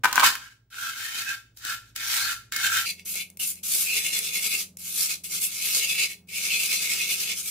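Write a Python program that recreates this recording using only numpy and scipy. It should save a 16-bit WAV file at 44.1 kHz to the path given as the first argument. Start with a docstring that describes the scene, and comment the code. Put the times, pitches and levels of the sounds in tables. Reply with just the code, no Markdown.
"""A low hum; an eggshell caves in with a dull crumple amid a volley of sharp, hollow cracks.
A hand scrubs the pieces round a wet clay pan in gritty to-and-fro rubs, amid stray snaps and dull bumps.
Noise grains make the scrape, fizz and crumple; pushes on tuned resonances make the hollow, ring and thud.
A small kitchen answers with decaying noise; sines and shaped noise make the hum and room air.
Part-way through, playback jumps to a faster speed, so pitches rise and decays shorten."""
import sys
import numpy as np
from scipy import signal
from scipy.fft import rfft, irfft, next_fast_len
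from scipy.io import wavfile
from scipy.ndimage import map_coordinates

SR = 44100
rng = np.random.default_rng(int(sys.argv[2]) if len(sys.argv) > 2 else 0)


def bounce(signal):
    """Save signal as a 16-bit WAV file at the path given by the first command-line argument."""
    frames = np.transpose(np.atleast_2d(signal))
    limited = np.clip(frames, -1, 1)
    pcm = np.round(limited * 32767).astype(np.int16)
    wavfile.write(sys.argv[1], SR, pcm)


N = 330750

# Levels in the tables come before each layer's own gain; f and widths are at natural speed, t is as heard.
# push and pull rubs, one list per stroke from landing to lifting: start t/s, length/s, scrape level/dB,
# sharp-edge fizz level/dB re scrape, pan ring level/dB re scrape
RUB_STROKES = [
    [(0.228, 0.049, -20.5, -2.5, 1), (0.305, 0.04, -41, -1, -14), (0.401, .08, -51.5, -6.5, 0.5),
     (0.507, .015, -57, -7, 0)],
    [(0.715, 0.034, -50, -0.5, 5.5), (0.762, 0.18, -37.5, -3.5, 1.5), (0.951, 0.18, -36.5, -3, 0),
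     (1.128, 0.11, -33, -3.5, -1.5), (1.266, 0.084, -37.5, -4.5, 0)],
    [(1.561, .03, -52, 2.5, -14), (1.605, 0.035, -59.5, 0, -12), (1.656, 0.092, -34.5, -4, 1),
     (1.833, 0.066, -62, -5, -1)],
    [(1.949, 0.13, -38.5, -2, 2.5), (2.040, 0.23, -26, -4, -7.5), (2.249, 0.088, -33, -2, 1.5)],
    [(2.515, 0.19, -33, -3.5, 1.5), (2.626, 0.06, -26.5, -3, 0.5), (2.697, 0.13, -29, -0.5, 1),
     (2.859, .025, -37.5, 1, 5), (2.886, 0.023, -38.5, 5, 6.5), (2.987, 0.021, -57.5, -0.5, 10)],
    [(3.048, 0.12, -39.5, 6, -8), (3.139, 0.058, -33.5, 0, -7.5), (3.185, 0.036, -38, 2.5, 3)],
    [(3.391, 0.068, -34.5, 6.5, -0.5), (3.448, 0.066, -37, 9.5, -13.5), (3.559, 0.033, -54.5, 4.5, -0.5)],
    [(3.629, 0.27, -29, 4.5, -15), (3.854, 0.073, -36.5, 4.5, 4), (3.914, 0.1, -31.5, 4, 2.5),
     (4.006, 0.1, -34, 2.5, 1.5), (4.109, .10, -32, 2, 3), (4.206, 0.11, -32.5, 0, -3),
     (4.318, .09, -32, 2, 0), (4.422, 0.054, -28.5, 0.5, -2.5), (4.496, 0.078, -32, 3, 0.5),
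     (4.572, 0.057, -32.5, 0.5, -6)],
    [(4.782, 0.24, -40, 4.5, -9.5), (4.943, 0.14, -28.5, 2.5, -15), (5.078, 0.071, -30.5, -1.5, -9.5)],
    [(5.234, .035, -40, 6.5, -2.5), (5.312, 0.076, -32, 1.5, -5.5), (5.418, .05, -32.5, 8.5, -3),
     (5.477, 0.17, -35, -0.5, -6.5), (5.593, 0.18, -30, 2.5, -2), (5.731, .065, -24.5, 0, -10),
     (5.790, 0.068, -30.5, 0, 3), (5.853, 0.13, -33.5, 2.5, 2.5), (5.973, 0.09, -30, -1.5, 3),
     (6.083, 0.051, -45, 3.5, 6), (6.173, 0.019, -67.5, 1, 7)],
    [(6.278, 0.086, -48, 2, 3), (6.332, 0.088, -35, 0.5, 2.5), (6.402, 0.091, -29, -3.5, -4.5),
     (6.493, 0.086, -29.5, -1, 1.5), (6.571, 0.13, -29.5, 1, -1.5), (6.672, 0.11, -30, 0.5, 0.5),
     (6.762, 0.15, -30, -2, -3), (6.861, 0.13, -28.5, -2.5, -2.5), (6.95, 0.14, -31.5, -2, -1),
     (7.077, .08, -32.5, 2, 3.5), (7.157, 0.12, -30, -1.5, -5), (7.262, 0.08, -32.5, -3, 0),
     (7.352, 0.077, -34.5, 0, -26), (7.437, .08, -36, 4.5, -8.5)],
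]
# the palm's dull rub: t/s, level/dB at full pressure
PALM_CONTACT_CURVE = [(0.2, -25), (1.2, -27), (2.0, -28.5), (3.0, -25.5), (4.4, -21.5), (6.0, -24),
                      (7.5, -22.5)]
# the shell caving in under the palm: t/s, dull crumple level/dB, fine crackle level/dB
CRUSH_CURVE = [(0.035, -25.5, -36.5), (0.054, -31, -33), (0.094, -38, -48), (0.188, -26, -36),
               (0.214, -27.5, -35), (0.231, -12, -40.5), (0.3, -58.5, -48)]
# cracks of the whole shell: t/s, snap level/dB, hollow ring level/dB re snap
SHELL_CRACKS = [(0.0376, -20, 5.5), (0.0449, -4.5, -3), (0.0539, -12, 4.5), (0.0561, -17.5, 11),
                (0.128, -4.5, -16), (0.157, -4.5, -13), (0.1643, -13, -3.5), (0.1786, -10, 5.5),
                (0.1973, -5.5, -6.5), (0.2036, -7, -8), (0.232, -14.5, 2), (0.2385, -22.5, 2),
                (0.2473, -17, -5), (0.255, -19, -11.5), (0.263, -6.5, -25), (0.2705, -9, -15.5)]
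# loose pieces snapping or tapping on the clay: t/s, snap level/dB, pan ring level/dB re snap
LOOSE_CHIPS = [(0.3533, -21, -3.5), (0.7437, -42.5, 7), (1.5722, -33, -23), (1.6508, -19, -18),
               (1.9617, -17.5, -17), (2.5221, -17.5, -9), (2.563, -11.5, -12.5), (2.9961, -42, 3.5),
               (3.1555, -18, -19), (3.3013, -33.5, -21), (3.3717, -28.5, -20), (3.556, -31, -26),
               (4.19, -13.5, -30), (4.7707, -25.5, -27), (5.247, -38, -22), (5.427, -26, -22),
               (6.31, -38, -5)]
# the hand bumping the pan dully: t/s, level/dB
HAND_BUMPS = [(1.179, -47), (2.659, -45), (3.154, -40), (3.76, -37), (5.769, -35)]
# ringing modes of the pan: f/Hz, width/Hz, level/dB
PAN_MODES = [(810, 40, -18), (1215, 50, -12), (1368, 28, 5), (1475, 100, -2), (1582, 45, -1),
             (1665, 50, -9), (2152, 42, -6), (2460, 40, -9), (2542, 42, -9), (2920, 36, -8),
             (3070, 80, -14), (3610, 60, -12)]
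# ringing modes of the hollow shell: f/Hz, width/Hz, level/dB
HOLLOW_MODES = [(900, 60, -27), (1040, 90, -0.5), (1238, 51, -15), (1264, 82, -4), (1540, 99, 5.5),
                (1890, 66, -9), (2080, 100, -7), (2340, 58, -2)]
# low modes of the pan's thud: f/Hz, width/Hz, level/dB
THUD_MODES = [(170, 60, -6.5), (245, 60, 5.5), (325, 58, -0.5), (491.6, 20, -12)]
# tone of shell edges on clay: f/Hz, level/dB per Hz
GRIT_TONE = [(400, -48), (650, -29), (810, -16), (930, -19), (1280, -17), (1360, -5), (2000, -4),
             (2700, -2), (3800, 0), (5000, -1), (7400, -1), (8700, -6), (12500, -6), (16000, -7)]
# tone of pieces grinding dully: f/Hz, level/dB per Hz
GRIND_TONE = [(300, -40), (620, -14), (790, 0), (900, -1), (1100, -3), (1300, -14), (2000, -50)]
# tone of the rubbing palm: f/Hz, level/dB per Hz
PALM_TONE = [(40, -44), (100, 8.5), (170, -1), (250, 8), (350, 1.5), (480, -0.5), (600, -7.5), (800, -4.5),
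             (1300, -22.5), (3000, -84)]
# tone of a snap: f/Hz, level/dB per Hz
SNAP_TONE = [(300, -6.5), (600, -24), (1000, -22.5), (2000, -7.5), (4500, 7), (7000, 6.5), (11000, 0.5),
             (16000, 7)]
# tone of the fine crackle: f/Hz, level/dB per Hz
CRACKLE_TONE = [(250, -28.5), (450, -21.5), (800, -1.5), (1400, 2.5), (3000, 4.5), (5000, -4.5), (8000, -7),
                (16000, -10.5)]
# decay of the kitchen's tail: f/Hz, t60/s
KITCHEN_DECAY = [(200, 0.52), (800, 0.33), (2000, 0.33), (6000, .34), (15000, .26)]
# stereo width: f/Hz, gain of side re mid/dB
STEREO_WIDTH = [(60, -17), (200, -13), (700, -8), (1400, -5), (2400, -1), (4400, 0), (15000, 0)]
# stereo lean: f/Hz, gain of left re right/dB
STEREO_LEAN = [(60, -.7), (1400, -.3), (3500, .5), (5500, 2.2), (8500, -.6), (11000, -.5), (15000, 0)]
# tone of the room air: f/Hz, level/dB per Hz
AIR_TONE = [(20, -10), (50, -1.5), (110, 0.5), (200, -5), (400, -12.5), (700, -23.5), (2000, -31.5),
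            (16000, -46.5)]
# partials of the hum: f/Hz, level/dB
HUM_PARTIALS = [(53.6, -66.5), (107, -64), (120, -64), (254, -79.5)]
# slow swell of hum and air together: t/s, level/dB
BACKGROUND_SWELL = [(0, 3), (0.7, -7.5), (1.6, -2), (2.2, 1), (2.85, 1), (7.5, 1)]

NATURAL, FAST_SPEED = 1, 1.6  # playback speed ratios
FAST_FROM_S = 2.855
TOP_HZ = 15600  # band limit
# the first rub of a stroke bites; every rub is released at its end (at natural speed)
BITE_S, RELEASE_DB_PER_S = 0.014, 333.5
TURN_DB_PER_S = 259.5  # within a stroke the hand only turns round, and the next rub eases in
SWELL_DB, SWELL_GROWS = 16.5, 0.53  # swell depth in a one-second rub; shorter rubs swell less, by this power
SWELL_SKEW, SWELL_ROUND = 1.095, 0.96  # skew above 1 delays the peak; round above 1 makes it more pointed
FLUTTER_DB, FLUTTER_RATE = 0.51, 24  # pieces catch and let go; random knots a second at natural speed
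FIZZ_GROWS, RING_GROWS = 0.99, 1.16  # light contact still fizzes; the ring falls faster than the pressure
PALM_GROWS = 0.88  # the palm's rub follows the pressure less than dB for dB
EDGE_HZ, EDGE_DB = 1302, -5.5  # below its first strong mode the pan's ring is turned down this much
GRIND_DB = -26.5  # grinding under the fingers, on top of the scrape's contact level
CRACK_THUD_DB, CHIP_THUD_DB = -27.5, -31.5  # thud push re a crack's hollow push, and re a chip's snap level


def amp(db):
    """Decibels to gain."""
    return 10 ** (np.asarray(db) / 20)


def unit(x):
    """Scale to rms 1."""
    return x / np.sqrt(np.mean(np.abs(x) ** 2) + 1e-20)


def along(points, hz):
    """Read (f/Hz, value) points on a log frequency axis."""
    f, value = np.transpose(points)
    return np.interp(np.log(hz + 1), np.log(f + 1), value)


def gate(s, db, rise):
    """A gain per sample from a level curve; the contact takes a moment to build."""
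    t = np.arange(N) / SR
    onset = np.clip((t - s[0]) / rise, 0, 1)
    return amp(np.interp(t, s, db)) * onset * (t < s[-1])


def wobble(rate):
    """A smooth random curve, rate knots a second."""
    knots = rng.standard_normal(int(N * rate / SR) + 4)
    return map_coordinates(knots, [np.arange(N) * rate / SR], order=2)


def filtered(x, response):
    """Filter x by a complex response of frequency."""
    m = next_fast_len(N + SR // 4, True)
    return irfft(rfft(x, m) * response(np.fft.rfftfreq(m, 1 / SR)), m)[..., :N]


def colour(x, spectrum, speed):
    """Shape noise by a spectrum, keeping its power."""
    return filtered(x, lambda hz: unit(amp(along(spectrum, hz / speed))))


def resonate(x, modes, speed, cutoff_hz):
    """Ring a body's modes with x at rms gain 1; below the cutoff a small body hardly radiates."""
    def response(hz):
        f = hz / speed
        body = sum(amp(db) * 1j * f * w / (c * c - f * f + 1j * f * w) for c, w, db in modes)
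        radiation = (f * f / (cutoff_hz ** 2 - f * f + 1j * f * cutoff_hz)) ** 2
        return unit(body * radiation)
    return filtered(x, response)


def grains(rate, spread_db, clump_db, clump_rate):
    """Sizes of tiny slips: random in time, a few large, bunched in clumps."""
    slips = rng.random(N) < rate / SR
    size = amp(spread_db * np.minimum(rng.standard_exponential(N), 5.5))  # caps the rare giants
    return unit(slips * size * amp(clump_db * wobble(clump_rate)))


def scatter(sizes):
    """Mid and side pushes: every slip happens at another spot, with another sign."""
    return sizes * rng.standard_normal((2, N))


def bursts(times, levels_db, t60):
    """A short dying spray of fractures at each time."""
    t, size = np.arange(SR // 20) / SR, np.zeros(N + SR)
    for s, db in zip(times, levels_db):
        size[round(s * SR):][:len(t)] += amp(db - 60 * t / t60)
    return scatter(size[:N])


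def blows(times, levels_db):
    """One push at each time, near the middle and leaning a little to either side."""
    push = np.zeros((2, N))
    mid_side = np.array([np.ones(len(times)), rng.standard_normal(len(times)) / 2])
    push[:, np.round(times * SR).astype(int)] = amp(levels_db) * mid_side
    return push


def scrubbing(speed):
    """Shell edges slip over the clay: they scrape and fizz, ring the pan, and the palm rubs dully."""
    scrape, fizz, ring = hand(speed)
    pressure = np.sqrt(scrape * ring)
    contact = amp(np.interp(np.arange(N) / SR, *np.transpose(PALM_CONTACT_CURVE)))
    rub = contact * pressure ** PALM_GROWS
    slips = grains(rate=11000 * speed, spread_db=1.7, clump_db=1.2, clump_rate=110 * speed)
    # the pieces shift under the fingers, and each spot of the pan favours other modes
    edges = roam(scatter(slips), depth_db=2.3, width_hz=160 * speed, rate=20 * speed)
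    drive = roam(scatter(slips), depth_db=4, width_hz=130 * speed, rate=14 * speed)
    # the grit's tone splits at 7500 Hz into scrape below and fizz above
    sharp = lambda hz: 1 / (1 + (7500 / (hz + 1)) ** 8)
    grit = lambda hz: amp(along(GRIT_TONE, hz / speed))
    out = amp(-4.0) * filtered(edges * scrape, lambda hz: unit(grit(hz) * (1 - sharp(hz))))
    out += amp(-3.0) * filtered(edges * fizz, lambda hz: unit(grit(hz) * sharp(hz) * (hz < TOP_HZ)))
    under_edge = lambda hz: 1 / (1 + (hz / speed / EDGE_HZ) ** 60)
    rung = resonate(drive * ring, PAN_MODES, speed, cutoff_hz=1480)
    out += amp(1.0) * filtered(rung, lambda hz: amp(EDGE_DB * under_edge(hz)))
    out += amp(GRIND_DB) * colour(scatter(slips * scrape), GRIND_TONE, speed)
    return out + amp(-4) * colour(scatter(slips * rub), PALM_TONE, speed)


def hand(speed):
    """Gains of scrape, fizz and ring; within a stroke each rub takes over from the one before."""
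    gains, t = np.zeros((3, N)), np.arange(N) / SR
    for stroke in RUB_STROKES:
        for k, (start, length, db, fizz_db, ring_db) in enumerate(stroke):
            near = slice(*np.searchsorted(t, [start - .06, start + length + .25]))
            shape = rub_shape(t[near] - start, length, k > 0, speed)
            scrape = amp(db) * shape
            fizz = amp(db + fizz_db) * shape ** FIZZ_GROWS
            ring = amp(db + ring_db) * shape ** RING_GROWS
            gains[:, near] = np.maximum(gains[:, near], [scrape, fizz, ring])
    return gains * amp(FLUTTER_DB * wobble(FLUTTER_RATE * speed))


def rub_shape(t, length, turning, speed):
    """Gain of one rub, t seconds after its start: it bites or eases in, swells and is released."""
    phase = np.clip(t / length, 0, 1)
    arch = np.abs(np.sin(np.pi * phase ** SWELL_SKEW)) ** SWELL_ROUND
    depth_db = SWELL_DB * (length * speed) ** SWELL_GROWS
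    db = depth_db * (arch - 1) - RELEASE_DB_PER_S * speed * np.maximum(t - length, 0)
    if turning:
        return amp(db + TURN_DB_PER_S * speed * np.minimum(t, 0))
    return amp(db) * np.clip(t * speed / BITE_S, 0, 1)


def roam(x, depth_db, width_hz, rate):
    """As the contact moves, some bands swell and others drop out."""
    hz, t, z = signal.stft(x, SR, nperseg=512)
    knots = rng.standard_normal((int(hz[-1] / width_hz) + 3, int(t[-1] * rate) + 3))
    field = map_coordinates(knots, np.meshgrid(hz / width_hz, t * rate, indexing="ij"), order=1)
    moved = signal.istft(z * amp(depth_db * unit(field)), SR, nperseg=512)[1]
    return unit(moved[:, :N])


def crushing():
    """The whole shell cracks in a quick volley amid its crumple; each crack rings the hollow and thuds."""
    s, db, ring_db = np.transpose(SHELL_CRACKS)
    snaps = amp(-12) * colour(bursts(s, db, t60=0.018), SNAP_TONE, NATURAL)
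    # the wall gives way over a moment, so the push on the hollow is soft
    push = filtered(blows(s, db + ring_db), lambda hz: 1 / (1 + 1j * hz / 2600) ** 3)
    hollow = amp(21) * resonate(push, HOLLOW_MODES, NATURAL, cutoff_hz=896)
    thud_push = blows(s, db + ring_db + CRACK_THUD_DB)
    thuds = amp(19.5) * resonate(thud_push, THUD_MODES, NATURAL, cutoff_hz=120)
    # all through the cracks, small splits keep running through the shell
    s, crumple_db, crackle_db = np.transpose(CRUSH_CURVE)
    splits = grains(rate=3000, spread_db=2.2, clump_db=3, clump_rate=130)
    crumple_push = scatter(splits * gate(s, crumple_db, rise=.003))
    crumple = amp(-2) * resonate(crumple_push, HOLLOW_MODES[:3], NATURAL, cutoff_hz=680)
    crackle_push = scatter(splits * gate(s, crackle_db, rise=0.0016))
    crackle = amp(6) * colour(crackle_push, CRACKLE_TONE, NATURAL)
    return snaps + hollow + thuds + crumple + crackle


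def chips(speed):
    """Single pieces snap or tap; the pan rings briefly and thuds under the hand."""
    s, db, ring_db = np.transpose(LOOSE_CHIPS)
    snaps = amp(-7) * colour(bursts(s, db, t60=.026 / speed), SNAP_TONE, speed)
    thuds = amp(15.0) * resonate(blows(s, db + CHIP_THUD_DB), THUD_MODES, speed, cutoff_hz=280)
    rings = amp(19.5) * resonate(blows(s, db + ring_db), PAN_MODES, speed, cutoff_hz=1500)
    return snaps + thuds + rings


def bumps(speed):
    """The heel of the hand bumps the pan, which thuds in its low modes."""
    s, db = np.transpose(HAND_BUMPS)
    return amp(12.5) * resonate(blows(s, db), THUD_MODES, speed, cutoff_hz=260)


def kitchen(x, speed):
    """The room's diffuse noise tail has its own decay per band and is renewed as the hand moves."""
    hop = SR // 4  # a fresh tail every quarter second, crossfaded
    fade = np.sin(np.pi * np.arange(2 * hop) / (2 * hop))
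    x, out = np.pad(x, ((0, 0), (hop, 2 * hop))), np.zeros((2, N + 2 * SR))
    for start in range(0, N + hop, hop):
        hz, t, z = signal.stft(rng.standard_normal((2, SR // 2)), SR, nperseg=256)
        t60 = along(KITCHEN_DECAY, hz / speed)[:, None]
        tail = signal.istft(z * amp(-60 * t * speed / t60), SR, nperseg=256)[1]
        tail = tail / np.linalg.norm(tail[0])
        echo = signal.fftconvolve(x[:, start:start + 2 * hop] * fade, tail, axes=1)
        out[:, start:start + echo.shape[1]] += echo
    delay = round(.003 * SR / speed)  # the tail starts just after the direct sound
    return out[:, hop - delay:][:, :N]


def spread(pair, speed):
    """Mid and side to left and right: bass near mono, treble wide."""
    mid, side = pair[0], filtered(pair[1], lambda hz: amp(along(STEREO_WIDTH, hz / speed)))
    lean = lambda hz: amp(np.outer([.5, -.5], along(STEREO_LEAN, hz / speed)))
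    return filtered(np.array([mid + side, mid - side]), lean)


def sink(pan, speed):
    """The pan's sound in the room, as heard at one playback speed."""
    return spread(pan + amp(-9) * kitchen(pan, speed) + background(speed), speed)


def background(speed):
    """An unsteady hum of sines over dull room air made of shaped noise."""
    out = amp(-66.0) * colour(scatter(1), AIR_TONE, speed)
    t = np.arange(N) / SR
    for hz, db in HUM_PARTIALS:
        level = amp(db + 1.5 * wobble(8.2)) * np.sqrt(2)
        out[0] += level * np.sin(2 * np.pi * hz * speed * t + 0.44 * wobble(7.9))
    return out * amp(np.interp(t, *np.transpose(BACKGROUND_SWELL)))


def scene():
    """Natural speed first, then an abrupt change to fast playback."""
    washing = lambda speed: scrubbing(speed) + chips(speed) + bumps(speed)
    natural = sink(crushing() + washing(NATURAL), NATURAL)
    fast = sink(washing(FAST_SPEED), FAST_SPEED)
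    change = np.clip((np.arange(N) / SR - FAST_FROM_S) / .004, 0, 1)  # a 4 ms crossfade
    return natural * np.sqrt(1 - change) + fast * np.sqrt(change)


def record(dry):
    """Soft limiting rounds off the highest peaks, then a steep low-pass cuts at the band limit."""
    rounded = dry / (1 + np.abs(dry / .85) ** 6) ** (1 / 6)
    return filtered(rounded, lambda hz: 1 / np.sqrt(1 + (hz / TOP_HZ) ** 160))


dry = scene()
out = record(dry)
bounce(out)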